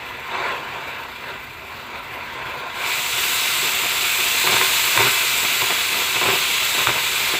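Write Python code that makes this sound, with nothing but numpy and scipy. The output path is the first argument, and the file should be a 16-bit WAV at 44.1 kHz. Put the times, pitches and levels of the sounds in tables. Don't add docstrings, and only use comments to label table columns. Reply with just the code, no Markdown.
import sys
import numpy as np
from scipy import signal
from scipy.fft import rfft, irfft
from scipy.io import wavfile
from scipy.ndimage import uniform_filter1d

SR = 44100
rng = np.random.default_rng(int(sys.argv[2]) if len(sys.argv) > 2 else 0)


def pcm_store(signal):
    levels = np.round(np.clip(np.atleast_2d(signal), -1, 1) * 32767)
    wavfile.write(sys.argv[1], SR, levels.astype(np.int16).T)


N = 325899
TIME = np.arange(N) / SR
PIERCED_S = 3.15

# (time [s], relative level [dB])
FLAME_ENVELOPE = [(0, -32.5), (0.24, -35.5), (0.35, -23.5), (0.51, -25), (0.66, -32.5), (0.74, -30),
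                  (0.98, -31.5), (1.18, -36), (1.31, -32), (1.44, -39), (1.78, -36), (1.96, -31.5),
                  (2.03, -36.5), (2.21, -32.5), (2.5, -30), (2.67, -29.5), (2.93, -29.5), (3.1, -36.5)]
# (time [s], relative level [dB])
OXYGEN_ENVELOPE = [(2.95, -27), (3.07, -27), (3.23, -23), (3.55, -23), (3.88, -25), (4.65, -20.5),
                   (5.0, -21.5), (5.38, -23), (6.0, -25), (6.21, -26), (6.33, -24), (6.82, -24),
                   (6.9, -27.5), (7.28, -24), (7.39, -28.5)]
# (middle [s], length [s], pitch [Hz], level [dB])
WHISTLE_CUES = [(2.9, 0.3, 2370, -29.5), (4.153, 0.32, 2500, -26), (4.52, 0.4, 4190, -35),
                (5.75, 0.65, 2700, -36), (6.45, 0.6, 3330, -32), (6.767, 0.22, 3870, -32),
                (7.166, 0.098, 2440, -31)]
# (start [s], hold [s], relative level [dB])
SPUTTER_CUES = [(3.624, 0.058, -32), (3.83, 0.032, -27.5), (4.184, 0.037, -29.5), (4.436, 0.046, -27.5),
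                (4.47, 0.17, -26.5), (4.952, 0.021, -25), (4.987, 0.095, -22), (5.426, 0.029, -26),
                (5.507, 0.04, -33.5), (5.615, 0.028, -27), (5.695, 0.03, -25.5), (5.915, 0.11, -30),
                (6.152, 0.031, -25.5), (6.212, 0.102, -22.5), (6.324, 0.035, -27), (6.746, 0.079, -28),
                (6.882, 0.025, -21), (6.95, 0.03, -27), (7.335, 0.023, -25)]
# (time [s], relative peak [dB], thump amount [0-1])
POP_CUES = [(3.639, -16, 0.03), (3.683, -18, 0), (3.836, -22, .05), (4.474, -4, 0), (4.484, -9, 0),
            (4.531, -8, 0.03), (4.541, -9, 0.2), (4.567, -6.5, 0), (4.614, -2.5, 0), (4.975, -3.5, 0),
            (4.977, -4, 0.25), (4.994, -8, 0.1), (5.005, -7.5, 0.24), (5.016, -5, 0), (5.037, -13, 0.2),
            (5.07, -14, 0), (5.076, -13, 0.2), (5.619, -11.5, 0.3), (5.706, -11, 0), (6.214, -10, 0.1),
            (6.270, -14, 0.5), (6.297, -11, 0.15), (6.304, -7, 0.1), (6.806, -14, 0.2), (6.871, -1, 0.18),
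            (6.894, -11, 0.3), (6.904, -8.5, 0), (6.980, -12, 0.06), (7.345, -10.5, 0)]

# (frequency [Hz], gain [dB])
FLAME_EQ = [(100, -14), (300, -9), (500, -5.5), (1000, -3), (1600, 5), (2500, 2), (3500, -2.5), (4500, -12),
            (6000, -23.5), (9000, -31), (15000, -48)]
NOZZLE_EQ = [(500, -20.5), (1500, -3), (2500, -2), (3500, -3), (4500, -10.5), (6000, -26), (9000, -23),
             (12000, -21), (15000, -17.5)]
HALL_EQ = [(10, -50), (33, -26), (48, -1), (70, 1), (125, 0), (180, -7.5), (240, 0.5), (320, -6),
           (600, -9.5), (2000, -12.5), (15000, -52)]
JET_EQ = [(1500, -26.5), (4000, 7.5), (5500, -2), (7000, -0.5), (9000, 1), (12000, -1), (14000, 0.5),
          (15500, 0.5)]
KERF_EQ = [(200, -23.5), (500, -22.5), (1000, -10.5), (1600, -1.5), (2400, 1), (3500, 3), (4400, -5.5),
           (5500, -17.5), (8000, -22), (15000, -40)]
SLAG_EQ = [(40, -32), (90, -18.5), (180, 3.5), (300, 1), (500, -1), (1000, 3), (1700, 3), (2600, 7),
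           (3600, -4.5), (5000, -25), (12000, -25)]
POP_EQ = [(50, -27), (120, -22), (400, -12.5), (1000, 6), (1800, 12), (2700, 5.5), (3600, 6.5), (5000, -28),
          (12000, -38)]

# (centre [Hz], width [Hz], gain [dB])
BENCH_MODES = [(126, 73, 8.5), (173, 13, -7), (379, 110, 10.5), (474, 120, 10.5), (567, 39, 6),
               (630, 70, 5.5), (714, 155, 8.5), (748, 93, -2.5), (927, 78, 4), (965, 340, 5.5),
               (1046.6, 34, 6), (1216, 250, 2.5), (1359, 50, 3), (1386, 30, 4), (1519, 22, 3),
               (1700, 38, -9), (1715, 27, 4.5), (1902, 555, -6), (2012, 350, 5.5), (2362, 190, 3.5),
               (2636, 130, 4), (3253, 770, -5.5), (3365, 95, 5.5), (4240, 430, -1.5), (5200, 160, 3.8),
               (6160, 300, 4), (7660, 2970, 8.5), (9020, 2040, -5.5), (12300, 940, -2), (13770, 2300, 5)]
# (centre [Hz], width [Hz], gain [dB])
FLAME_MODES = [(1020, 380, 0.5), (454, 73, -3.5), (2370, 140, 2), (3040, 1000, -0.5), (3510, 190, 2.5),
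               (5330, 900, -7)]
HALL_MODES = [(45.7, 10, 5), (88, 13, 2), (128, 4.3, 3.5), (137, 8.7, 11.2)]
POP_MODES = [(1030, 950, 1.6)]
# (centre [Hz], width [Hz], gain [dB])
HOLLOW_MODES = [(122, 20, -17), (383.5, 70, -13.5)]
# (frequency [Hz], time to fall 60 dB [s])
HALL_T60 = [(100, 0.3), (1000, 0.5), (4000, 0.64), (15000, 0.61)]


def from_db(db):
    return 10 ** (np.asarray(db) / 20)


def unit(x):
    return x / np.sqrt(np.mean(x ** 2) + 1e-20)


def over_hz(points, hz):
    f, value = np.transpose(points)
    return np.interp(np.log(hz + 1), np.log(f + 1), value)


def over_time(points):
    return np.interp(TIME, *np.transpose(points))


def wander(rate_hz):
    hz = np.fft.rfftfreq(N, 1 / SR)
    return unit(irfft(rfft(rng.standard_normal(N)) * (hz > 2) / (1 + (hz / rate_hz) ** 2), N))


def response(eq, modes, size=16384):
    hz = np.fft.rfftfreq(size, 1 / SR)
    db = over_hz(eq, hz)
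    for centre, width, height in modes:
        db = db + height / (1 + (2 * (hz - centre) / width) ** 2) ** 2
    cepstrum = irfft(np.log(from_db(db)))
    cepstrum[1:size // 2] *= 2
    cepstrum[size // 2 + 1:] = 0
    return irfft(np.exp(rfft(cepstrum)))[:size // 2]


def radiate(drive, eq, modes=BENCH_MODES):
    return unit(signal.oaconvolve(drive, response(eq, modes))[:N])


def resonate(x, hz, width_hz):
    band = signal.butter(2, [hz - width_hz / 2, hz + width_hz / 2], "bandpass", fs=SR, output="sos")
    return unit(signal.sosfilt(band, x))


def turbulence(flutter_db, flutter_hz, eddy_db, eddy_width_hz):
    noise = rng.standard_normal(N) * from_db(flutter_db * wander(flutter_hz))
    bands = signal.stft(noise, nperseg=512)[2]
    eddy_bins = max(1, int(eddy_width_hz * 2 * len(bands) / SR))
    eddies = uniform_filter1d(rng.standard_normal(bands.shape), size=14, axis=1)
    eddies = unit(uniform_filter1d(eddies, size=eddy_bins, axis=0))
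    return signal.istft(bands * from_db(eddy_db * eddies), nperseg=512)[1][:N]


def flame(trim_db=-0.5, duck_db=-3, usual_db=-32, flare_db=-22, heating_db_per_s=1.24):
    strike_db = over_time(FLAME_ENVELOPE)
    cutting = np.interp(TIME, [PIERCED_S - .15, PIERCED_S + .1], [0, 1])
    level_db = strike_db + duck_db * cutting
    gas = turbulence(flutter_db=0.7, flutter_hz=50, eddy_db=2, eddy_width_hz=500)
    roar = radiate(gas, FLAME_EQ, [*BENCH_MODES, *FLAME_MODES])
    body = signal.sosfiltfilt(signal.butter(2, 1600, fs=SR, output="sos"), roar)
    treble_db = -0.5 - 0.19 * (strike_db - usual_db)
    treble = (roar - body) * from_db(treble_db)
    heating_db = heating_db_per_s * TIME * (1 - cutting)
    ring_db = -8 + 0.24 * (level_db - flare_db) + heating_db
    ring = resonate(rng.standard_normal(N), hz=985, width_hz=190) * from_db(ring_db)
    return (body + treble + ring) * from_db(level_db + trim_db)


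def nozzle_hiss(level_db=-41):
    gas = turbulence(flutter_db=2, flutter_hz=28, eddy_db=1.96, eddy_width_hz=700)
    return radiate(gas, NOZZLE_EQ) * from_db(level_db)


def hall_rumble(level_db=-45):
    return from_db(level_db) * radiate(rng.standard_normal(N), HALL_EQ, HALL_MODES)


def hall_echoes(x, predelay_s=0.012):
    taps = rng.standard_normal(SR) * (np.arange(SR) / SR > predelay_s)
    hz, t, bands = signal.stft(taps, SR, nperseg=256)
    decay = from_db(-60 * t / over_hz(HALL_T60, hz)[:, None])
    tail = signal.istft(bands * decay, SR, nperseg=256)[1]
    return signal.oaconvolve(x, tail / np.linalg.norm(tail))[:N]


def oxygen_jet(boil, valve_at_s=2.718, opening_s=0.18, attack_s=0.04, jet_db=-1.5, kerf_db=-9.5):
    age = TIME - valve_at_s
    valve_db = -19.5 * np.clip(1 - age / opening_s, 0, 1)
    hiss_db = over_time(OXYGEN_ENVELOPE) + valve_db
    slag_load = uniform_filter1d(boil, int(0.17 * SR))
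    scour_db = 4.5 * slag_load / (slag_load + from_db(-22.5))
    deepening_db = 0.32 * age
    rush_db = kerf_db + 0.6 * hiss_db + deepening_db + scour_db
    jet = radiate(turbulence(flutter_db=0.57, flutter_hz=80, eddy_db=1.1, eddy_width_hz=900), JET_EQ)
    rush = radiate(turbulence(flutter_db=0.84, flutter_hz=50, eddy_db=0.26, eddy_width_hz=500), KERF_EQ)
    attack = np.clip(age / attack_s, 0, 1)
    return attack * (jet * from_db(hiss_db + jet_db) + rush * from_db(rush_db))


def kerf_whistles(width_hz=300):
    out = np.zeros(N)
    for middle, length, hz, db in WHISTLE_CUES:
        span = abs(TIME - middle) < length / 2
        swell = np.cos(np.pi * (TIME[span] - middle) / length)
        out[span] += from_db(db) * swell * resonate(rng.standard_normal(N)[span], hz, width_hz)
    return out


def boil_envelope(simmer_db=-40, sway_db=2, attack_s=0.0053, release_s=0.0077):
    boil = from_db(simmer_db + sway_db * wander(rate_hz=12)) * (TIME > PIERCED_S)
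    for start, hold, db in SPUTTER_CUES:
        age = TIME - start
        attack = np.clip(age / attack_s, 0, 1)
        release = np.exp(-np.maximum(age - hold, 0) / release_s)
        boil = np.maximum(boil, from_db(db) * attack * release)
    return boil


def spatter(per_s, spread_db):
    size = from_db(spread_db * np.minimum(rng.exponential(1, N), 3))
    return unit(size * rng.choice([-1, 1], N) * (rng.random(N) < per_s / SR))


def slag_sputter(boil, trim_db=1.5, clump_db=2, big_sputter_db=-22.5, hollow_growth=1.57):
    bursts = spatter(per_s=1500, spread_db=2.5) * from_db(clump_db * wander(rate_hz=104))
    crackle = radiate(bursts, SLAG_EQ) * boil
    hollow = sum(from_db(db) * resonate(bursts, hz, width) for hz, width, db in HOLLOW_MODES)
    big = from_db(big_sputter_db)
    hollow_gain = big * (boil / big) ** hollow_growth
    return from_db(trim_db) * (crackle + hollow * hollow_gain)


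def slag_pops(trim_db=2, spray_gain=0.035, spray_s=0.008, thump_db=-3, thump_hz=118, thump_s=0.0073):
    t = np.arange(SR // 10) / SR
    ring = response(POP_EQ, [*BENCH_MODES, *POP_MODES])
    ring /= abs(ring).max()
    thump_envelope = t / thump_s * np.exp(-t / thump_s)
    thump = from_db(thump_db) * np.sin(2 * np.pi * thump_hz * t) * thump_envelope
    out = np.zeros(N + len(t))
    for start, peak_db, thump_amount in POP_CUES:
        burst = spray_gain * rng.standard_normal(len(t)) * np.exp(-t / spray_s)
        burst[0] = 1
        crack = signal.oaconvolve(burst, ring)[:len(t)]
        out[round(start * SR):][:len(t)] += from_db(peak_db + trim_db) * (crack + thump_amount * thump)
    return out[:N]


def scene(echo_db=-9):
    boil = boil_envelope()
    preheat = flame() + nozzle_hiss()
    torch = preheat + oxygen_jet(boil) + kerf_whistles() + slag_sputter(boil) + slag_pops()
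    mono = torch + from_db(echo_db) * hall_echoes(torch) + hall_rumble()
    return np.array([mono, mono])


def record(dry, low_cut_hz=42, ceiling=0.95, high_cut_hz=15560):
    thinned = signal.sosfilt(signal.butter(4, low_cut_hz, "highpass", fs=SR, output="sos"), dry)
    rounded = thinned / (1 + (thinned / ceiling) ** 6) ** (1 / 6)
    high_cut = signal.firwin(1023, high_cut_hz, window=("kaiser", 9), fs=SR)
    return signal.oaconvolve(rounded, high_cut[None], "same")


dry = scene()
out = record(dry)
pcm_store(out)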